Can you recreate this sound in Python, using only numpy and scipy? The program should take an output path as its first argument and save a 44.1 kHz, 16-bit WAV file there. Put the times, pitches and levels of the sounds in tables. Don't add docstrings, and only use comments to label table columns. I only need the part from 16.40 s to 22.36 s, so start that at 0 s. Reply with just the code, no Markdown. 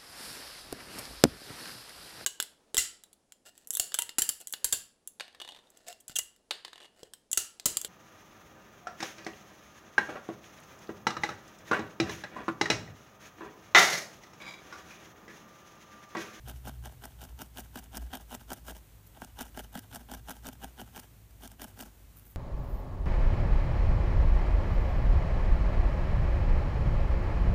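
import sys
import numpy as np
from scipy import signal
from scipy.fft import rfft, irfft, next_fast_len
from scipy.io import wavfile
from scipy.ndimage import uniform_filter1d

SR = 44100
rng = np.random.default_rng(int(sys.argv[2]) if len(sys.argv) > 2 else 0)


def put_to_file(sound):
    columns = np.atleast_2d(sound).T
    safe = np.clip(columns, -1, 1)
    whole_steps = np.round(safe * 32767)
    wavfile.write(sys.argv[1], SR, whole_steps.astype(np.int16))


def invert_db(x):
    u = np.asarray(x, float) / 20
    return 10 ** u


N = 262836
TIME_S = np.arange(N) / SR

# [start_s, pitch_hz, level_db, overtone_db]
HUM = [(0.0, 61.24, -48.5, -54), (0.46, 61.66, -49.5, -53), (0.56, 55.6, -57, -54),
       (0.909, 61.9, -48.5, -62), (1.0, 63.36, -55, -60), (1.38, 54.5, -55.5, -60),
       (1.511, 58.5, -51, -58.5), (1.64, 58.2, -39.5, -65), (1.76, 56.92, -55, -65),
       (2.17, 53.15, -57, -56.5), (2.319, 56, -46, -69), (2.47, 51.7, -61.5, -60),
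       (3.14, 52.45, -53.5, -62), (3.49, 52.4, -61.5, -54.5), (3.68, 55.5, -52.5, -61),
       (4.37, 58.76, -56.5, -60.5), (4.9, 51.83, -57.5, -60.5), (5.96, 50.18, -58, -62)]
# [blur_centre_hz, blur_width_hz, overtone_ratio, overtone_width_hz]
HUM_BLUR = (58.6, 20.4, 1.933, 32.4)
# [freq_hz, density_db]
HISS_SPECTRUM = [(88, -42), (145, -4), (190, -9), (440, -17), (1450, -23), (4910, -27), (11700, -26.5),
                 (15400, -23)]
# [centre_hz, width_hz, removed_db]
PORT_DIPS = [(5000, 1400, -11), (10500, 700, -10)]
# [start_s, length_s, level_db]
BRUSHES = [
    (2.665, 0.014, -58),
    (5.77, 0.027, -53.5),
    (5.856, 0.073, -57),
]
# [freq_hz, level_db]
AIRY_SPECTRUM = [(6000, -16), (9500, -10), (11000, -1.5), (12000, -2), (14000, 4)]
# [freq_hz, level_db]
FIZZ_SPECTRUM = [(1500, -3.5), (4000, -8), (5400, -0.3), (6500, 0), (7600, -3), (8800, -0.5), (10500, -2.5),
                 (14800, 0.5)]
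# [centre_hz, width_hz, level_db]
WOOL_MODES = [(350, 150, -8), (617, 216, -2), (827, 292, -2.5), (1562, 372, -3), (3023, 1070, -10)]
# [centre_hz, width_hz, level_db]
THUD_MODES = [(206, 81, 0), (260.3, 61, -1), (318, 70, -6)]
# [start_s, length_s, load_db, fizz_re_load_db, thud_db]
JAB_ROWS = [(0.074, 0.045, -50, -4.5, 0.0), (0.267, 0.03, -47, -2, 4), (0.451, 0.027, -49.5, -1, 0.5),
            (0.634, 0.03, -49.5, -2, -2.5), (0.81, 0.048, -52, -2, 1), (1.001, 0.035, -48.5, -2, 3),
            (1.171, 0.039, -49, 1.5, 1), (1.355, 0.044, -51, -1, 4.5), (1.541, 0.0394, -47, -3, 6.5),
            (1.729, 0.037, -44.5, -7, 1.5), (1.908, 0.055, -50, -1.0, 3.5),
            (2.104, 0.041, -46.5, -3, 0.5), (2.273, 0.044, -47.5, 0, 2.5),
            (2.81, 0.034, -54, -1.5, 3.5), (2.986, 0.047, -46, -2.0, 1.5), (3.168, 0.04, -47.5, -4, 0),
              (3.349, 0.038, -47, -3.5, 5.5), (3.531, 0.042, -48.0, -0.5, 5),
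              (3.711, 0.045, -47.5, -4.5, 4.5), (3.882, 0.045, -47.5, -2.5, 2.5),
              (4.05, 0.045, -49, -2.5, 4.5), (4.223, 0.033, -48.5, -2.5, 2.5), (4.391, 0.034, -48.5, -3, 5),
              (4.553, 0.048, -53.5, 1.5, 3), (5.026, 0.0415, -51, -1, 5.5), (5.213, 0.037, -47, -2.5, 4.5),
              (5.388, 0.05, -50.5, 1, 6)]
# [peak_s, load_db, fizz_re_load_db]
PULLS = [(0.164, -64.5, 3), (0.341, -66.5, 0), (0.525, -65.5, 2), (0.716, -66, 0.0), (0.9, -63.5, 0.5),
         (1.056, -63.5, 1), (1.248, -62.5, 0.0), (1.441, -60.5, 1.0), (1.625, -59.0, 0.5), (1.665, -68, -2),
         (1.814, -60, 0.5), (2.013, -59.0, -0.5), (2.18, -60.5, 2), (2.366, -59.5, 2.5), (2.765, -60, -11),
         (2.888, -65, -1.0), (3.068, -61, 3.5), (3.241, -60.5, 0), (3.435, -64, 0.5), (3.611, -62.5, 1.5),
         (3.78, -61.5, 0), (3.968, -60.5, 0), (4.132, -61.5, 1), (4.286, -64.5, 0.0), (4.476, -63.5, -1),
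         (4.634, -62.5, 0.5), (5.118, -65, 2), (5.288, -60.0, 1), (5.465, -60.5, 2)]
# [time_s, tick_db, knock_db]
SNAPS = [(0.085, -42, -44), (0.0929, -47, -40.5), (0.0982, -41, -41), (0.1141, -50, -41),
         (0.275, -46, -33), (0.2807, -45, -42), (0.2856, -49, -43), (0.4573, -43.5, -38),
         (0.6401, -47, -49), (0.6551, -38.5, -39), (0.8393, -46, -50), (0.8516, -51, -48),
         (0.9911, -46, -38.5), (1.0089, -47, -56), (1.0183, -35, -31), (1.0239, -44, -57),
         (1.173, -42.5, -28.5), (1.1848, -40.5, -35), (1.1957, -43, -54), (1.2017, -46, -52),
         (1.3573, -43, -33), (1.3608, -48, -38.5), (1.374, -43, -44), (1.3892, -43, -50),
         (1.5472, -51, -39.5), (1.5631, -42, -40), (1.5714, -30, -42), (1.5772, -36.5, -38),
         (1.7351, -40.5, -29.5), (1.7431, -43, -37.5), (1.7534, -37.5, -37), (1.7567, -49, -51),
                (1.772, -45, -40.5), (1.9171, -49, -41.5), (1.943, -51, -42), (1.9456, -40, -43),
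                (1.9504, -35.5, -41), (2.104, -41, -40), (2.1072, -45, -46), (2.117, -43, -30),
                (2.1222, -41, -34.5), (2.1328, -33, -37), (2.2815, -45, -33.5), (2.3112, -45, -59),
                (2.819, -44, -32.5), (2.8472, -42, -45), (3.0062, -46, -48), (3.0096, -34, -25),
                (3.0163, -42, -46), (3.02, -39, -49), (3.1742, -45, -33), (3.1928, -39, -29),
                (3.195, -45, -51), (3.199, -41, -36), (3.2061, -46, -54), (3.3546, -42, -32),
                (3.376, -45, -44), (3.3923, -38.5, -43),
         (3.5487, -39, -45), (3.5588, -37, -35), (3.7162, -38.5, -34), (3.7387, -37.5, -36),
               (3.7479, -40, -43), (3.885, -49, -37), (3.8958, -36.5, -29), (3.9078, -35, -39),
               (3.9138, -39, -41), (4.0691, -36, -37), (4.0805, -44, -39.5), (4.088, -36, -32.5),
               (4.2442, -38, -32.5), (4.3969, -50, -36.5), (4.4063, -45, -43), (4.4152, -45.5, -37),
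               (4.5617, -45, -37.5), (4.569, -45, -41), (4.5769, -47, -38), (4.5954, -46, -53),
               (4.599, -41.5, -51), (5.0356, -48, -40.5), (5.0541, -51, -56), (5.0767, -42.5, -50),
               (5.2188, -37, -32), (5.2314, -47, -41.5), (5.2431, -37, -42), (5.392, -45, -33.5),
               (5.4103, -37.5, -43), (5.4252, -42, -44)]
# [time_s, tick_db, knock_db]
FINGER_TICKS = [(5.7693, -58, -58), (5.7777, -50, -62), (5.7876, -57, -73), (5.7967, -47, -60),
                (5.8542, -55, -61), (5.865, -53, -65.5), (5.868, -51, -56), (5.9018, -51, -71),
                (5.9203, -52, -74)]
# [time_s, tick_db, knock_db]
STRAYS = [(0.254, -50, -45), (0.2718, -55, -35.5), (0.4393, -56, -47), (0.8166, -48, -44),
          (1.441, -51, -60), (1.624, -54, -49), (1.666, -57, -51.5), (2.367, -53, -59), (2.6698, -56, -63),
          (2.773, -58, -46), (2.9893, -46, -33.5), (3.2404, -51, -59), (3.33, -54, -48.5),
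          (3.6963, -58, -45), (3.9667, -53, -51), (4.1304, -57, -62), (4.6336, -54, -52),
          (4.9089, -58, -62), (5.1174, -48.5, -52), (5.1963, -57, -44.5), (5.3744, -59, -45.5),
          (5.8228, -60, -58)]

JABS = JAB_ROWS


def evened(x):
    return x / np.sqrt(np.mean(x ** 2) + 1e-20)


def coloured(x, points):
    hz, db = np.transpose(points)
    size = next_fast_len(len(x))
    bins_hz = np.fft.rfftfreq(size, 1 / SR)
    gain_db = np.interp(np.log(bins_hz + 1), np.log(hz), db)
    return irfft(rfft(x, size) * invert_db(gain_db), size)[:len(x)]


def resonate(x, hz, width_hz):
    turn = np.exp(2j * np.pi * np.cumsum(hz * np.ones(len(x))) / SR)
    pole = np.exp(-np.pi * width_hz / SR)
    return 2 * (turn * signal.lfilter([1 - pole], [1, -pole], x / turn)).real


def resonate_twice(x, hz, width_hz):
    return resonate(resonate(x, hz, width_hz), hz, width_hz)


def rumble():
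    s, *columns = np.transpose(HUM)
    hz, low_db, upper_db = (np.interp(TIME_S, s, c) for c in columns)
    blur_hz, blur_width_hz, ratio, upper_width_hz = HUM_BLUR
    tone = np.sqrt(2) * np.sin(2 * np.pi * np.cumsum(hz) / SR)
    blur = evened(resonate_twice(rng.standard_normal(N), blur_hz, blur_width_hz))
    overtone = evened(resonate_twice(rng.standard_normal(N), ratio * hz, upper_width_hz))
    return invert_db(low_db) * (0.95 * tone + 0.73 * blur) + invert_db(upper_db) * overtone


def hiss():
    level_db, drift_db = -60.5, 0.6
    air = coloured(rng.standard_normal(N), HISS_SPECTRUM)
    drift = uniform_filter1d(rng.standard_normal(N), size=5000)
    drift = evened(uniform_filter1d(drift, size=5000))
    hollows = sum(invert_db(db) * resonate(air, hz, width_hz) for hz, width_hz, db in PORT_DIPS)
    return invert_db(level_db + drift_db * drift) * evened(air - hollows)


def crackle(per_s, spread_db, ring_s, smooth):
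    size_db = spread_db * np.minimum(rng.exponential(1, N), 3)
    slips = invert_db(size_db) * (rng.random(N) < per_s / SR)
    puffs = signal.lfilter([1], [1, -np.exp(-1 / (ring_s * SR))], slips[::-1])[::-1]
    return (evened(puffs) + smooth) * rng.standard_normal(N)


def brush():
    rise_s, fall_s, edge_db, silent_db = 0.044, 0.024, -22, -120
    level = np.zeros(N)
    for s, length_s, db in BRUSHES:
        times_s = s - rise_s, s, s + length_s, s + length_s + fall_s
        shape_db = np.interp(TIME_S, times_s, (edge_db, 0, 0, edge_db), silent_db, silent_db)
        level += invert_db(db + shape_db)
    fibres = crackle(per_s=600, spread_db=8, ring_s=0.00065, smooth=0.7)
    return level * evened(coloured(fibres, AIRY_SPECTRUM))


def reflections(x):
    t = np.arange(3000) / SR
    taps = rng.standard_normal(len(t)) * (rng.random(len(t)) < 0.05)
    taps *= invert_db(-60 * t / 0.019) * (t > 0.001)
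    return signal.oaconvolve(x, taps / np.linalg.norm(taps))[:N]


def rings(x, modes):
    return sum((-1) ** k * invert_db(db) * resonate_twice(x, hz, width_hz)
               for k, (hz, width_hz, db) in enumerate(modes))


def pad(x, spots):
    spot_spread, spot_db = 0.035, 1.5
    s, thud_db = np.transpose(JABS)[[0, -1]]
    wool = []
    for (hz, width_hz, db), (shift, strength) in zip(WOOL_MODES, spots.T):
        moving_hz = hz * (1 + spot_spread * np.interp(TIME_S, s, shift))
        wool.append((moving_hz, width_hz, db + spot_db * np.interp(TIME_S, s, strength)))
    thud = rings(invert_db(np.interp(TIME_S, s, thud_db)) * x, THUD_MODES)
    push = resonate(x, 194, 710)
    return rings(x, wool) - invert_db(1.0) * thud + invert_db(-12.5) * push


def jab_shape(s, length_s, db, fizz_db):
    end_s = s + length_s
    return [(s - 0.032, db - 19, fizz_db - 1),
            (s, db - 5, fizz_db - 1),
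            (s + 0.0034, db, fizz_db - 3),
            (end_s - 0.0051, db - 1.5, fizz_db + 1),
            (end_s + 0.0051, db - 16, fizz_db + 0.5),
            (end_s + 0.03, db - 19, fizz_db)]


def pull_shape(s, db, fizz_db):
    return [(s - 0.02, db - 4, fizz_db), (s, db + 2, fizz_db), (s + 0.031, db - 12.5, fizz_db)]


def stroke_shapes():
    return [jab_shape(*jab[:4]) for jab in JABS] + [pull_shape(*pull) for pull in PULLS]


def snags():
    per_s, tick_re_load_db, knock_re_load_db, spread_db = 90, -2, -4, 7
    rows = []
    for shape, draws in zip(stroke_shapes(), rng.random((80, 12, 3))):
        s, load_db, fizz_db = np.transpose(shape)
        at_s = s[0] + np.cumsum(-np.log(draws[:, 0])) / per_s
        tick_db = np.interp(at_s, s, load_db + fizz_db) + tick_re_load_db + spread_db * draws[:, 1]
        knock_db = np.interp(at_s, s, load_db) + knock_re_load_db + spread_db * draws[:, 2]
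        rows += list(np.transpose([at_s, tick_db, knock_db])[at_s < s[-1]])
    return rows


def snaps(spots):
    before, after, delay_s, late_from_s = 160, 80, 0.0007, 5.6
    ticks, blows = np.zeros(N), np.zeros(N)
    t = (np.arange(before + after) - before) / SR
    tears = SNAPS + FINGER_TICKS + STRAYS + snags()
    noise = rng.standard_normal((len(tears), 2, len(t)))
    swell = np.where(t < 0, np.exp(t / 0.0017), np.exp(-t / 0.00035))
    rough = np.exp(-abs(t + 0.00043) / 0.00035)
    click = 1.1 * np.exp(-abs(t + 0.00047) / 0.00007)
    for (s, tick_db, knock_db), (a, b) in zip(tears, noise):
        centre = round((s + delay_s) * SR)
        at = slice(centre - before, centre + after)
        ticks[at] += invert_db(tick_db) * a * swell
        push = b * rough + np.sign(b[0]) * click
        blows[at] += invert_db(knock_db) * push / np.linalg.norm(push)
    late = np.arange(N) > late_from_s * SR
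    deep_ticks = invert_db(5.5) * coloured(ticks * ~late, FIZZ_SPECTRUM)
    loose_ticks = invert_db(4) * coloured(ticks * late, AIRY_SPECTRUM)
    return deep_ticks + loose_ticks + invert_db(26.5) * pad(blows, spots)


def strokes(spots):
    load, fizz = np.zeros(N), np.zeros(N)
    for rows in stroke_shapes():
        s, load_db, fizz_db = np.transpose(rows)
        on = slice(int(s[0] * SR), int(s[-1] * SR))
        t = TIME_S[on]
        edge = signal.windows.tukey(len(t), 0.15)
        load[on] = np.maximum(load[on], edge * invert_db(np.interp(t, s, load_db)))
        fizz[on] = np.maximum(fizz[on], edge * invert_db(np.interp(t, s, load_db + fizz_db)))
    slips = crackle(per_s=700, spread_db=5.5, ring_s=0.00042, smooth=0.34)
    fine = crackle(per_s=910, spread_db=-0.5, ring_s=0.000096, smooth=1.0)
    unit = np.std(pad(slips, spots))
    through_pad = pad(load * slips, spots) / unit
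    through_air = fizz * evened(coloured(fine + 0.82 * slips, FIZZ_SPECTRUM))
    return invert_db(2.5) * through_pad + invert_db(-0.5) * through_air


def scene():
    spots = rng.uniform(-0.95, 1, (len(JABS), 2, len(WOOL_MODES)))
    needle = strokes(spots) + snaps(spots)
    mix = needle + invert_db(-11.0) * reflections(needle) + brush() + rumble() + hiss()
    return mix[None]


def band_limit(x):
    return signal.sosfilt(signal.butter(12, 15740, fs=SR, output="sos"), x)


def record(dry):
    recovery_db_per_s, threshold_db, slope, edge_hz = 450.0, -44.5, 0.2, 15330
    power = uniform_filter1d(np.diff(dry[0], prepend=0) ** 2, size=88)
    power_db = 10 * np.log10(abs(power) + 1e-12)
    fall_db = np.arange(N) * recovery_db_per_s / SR
    held_db = np.maximum.accumulate(power_db + fall_db) - fall_db
    over_db = np.maximum(held_db - threshold_db, 0)
    ducked = dry / invert_db(slope * uniform_filter1d(over_db, size=88, origin=43))
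    lowpass = signal.firwin(601, edge_hz, window=("kaiser", 6), fs=SR)
    band = signal.oaconvolve(ducked, lowpass[None], "same")
    return band_limit(band)


dry = scene()
out = record(dry)
put_to_file(out)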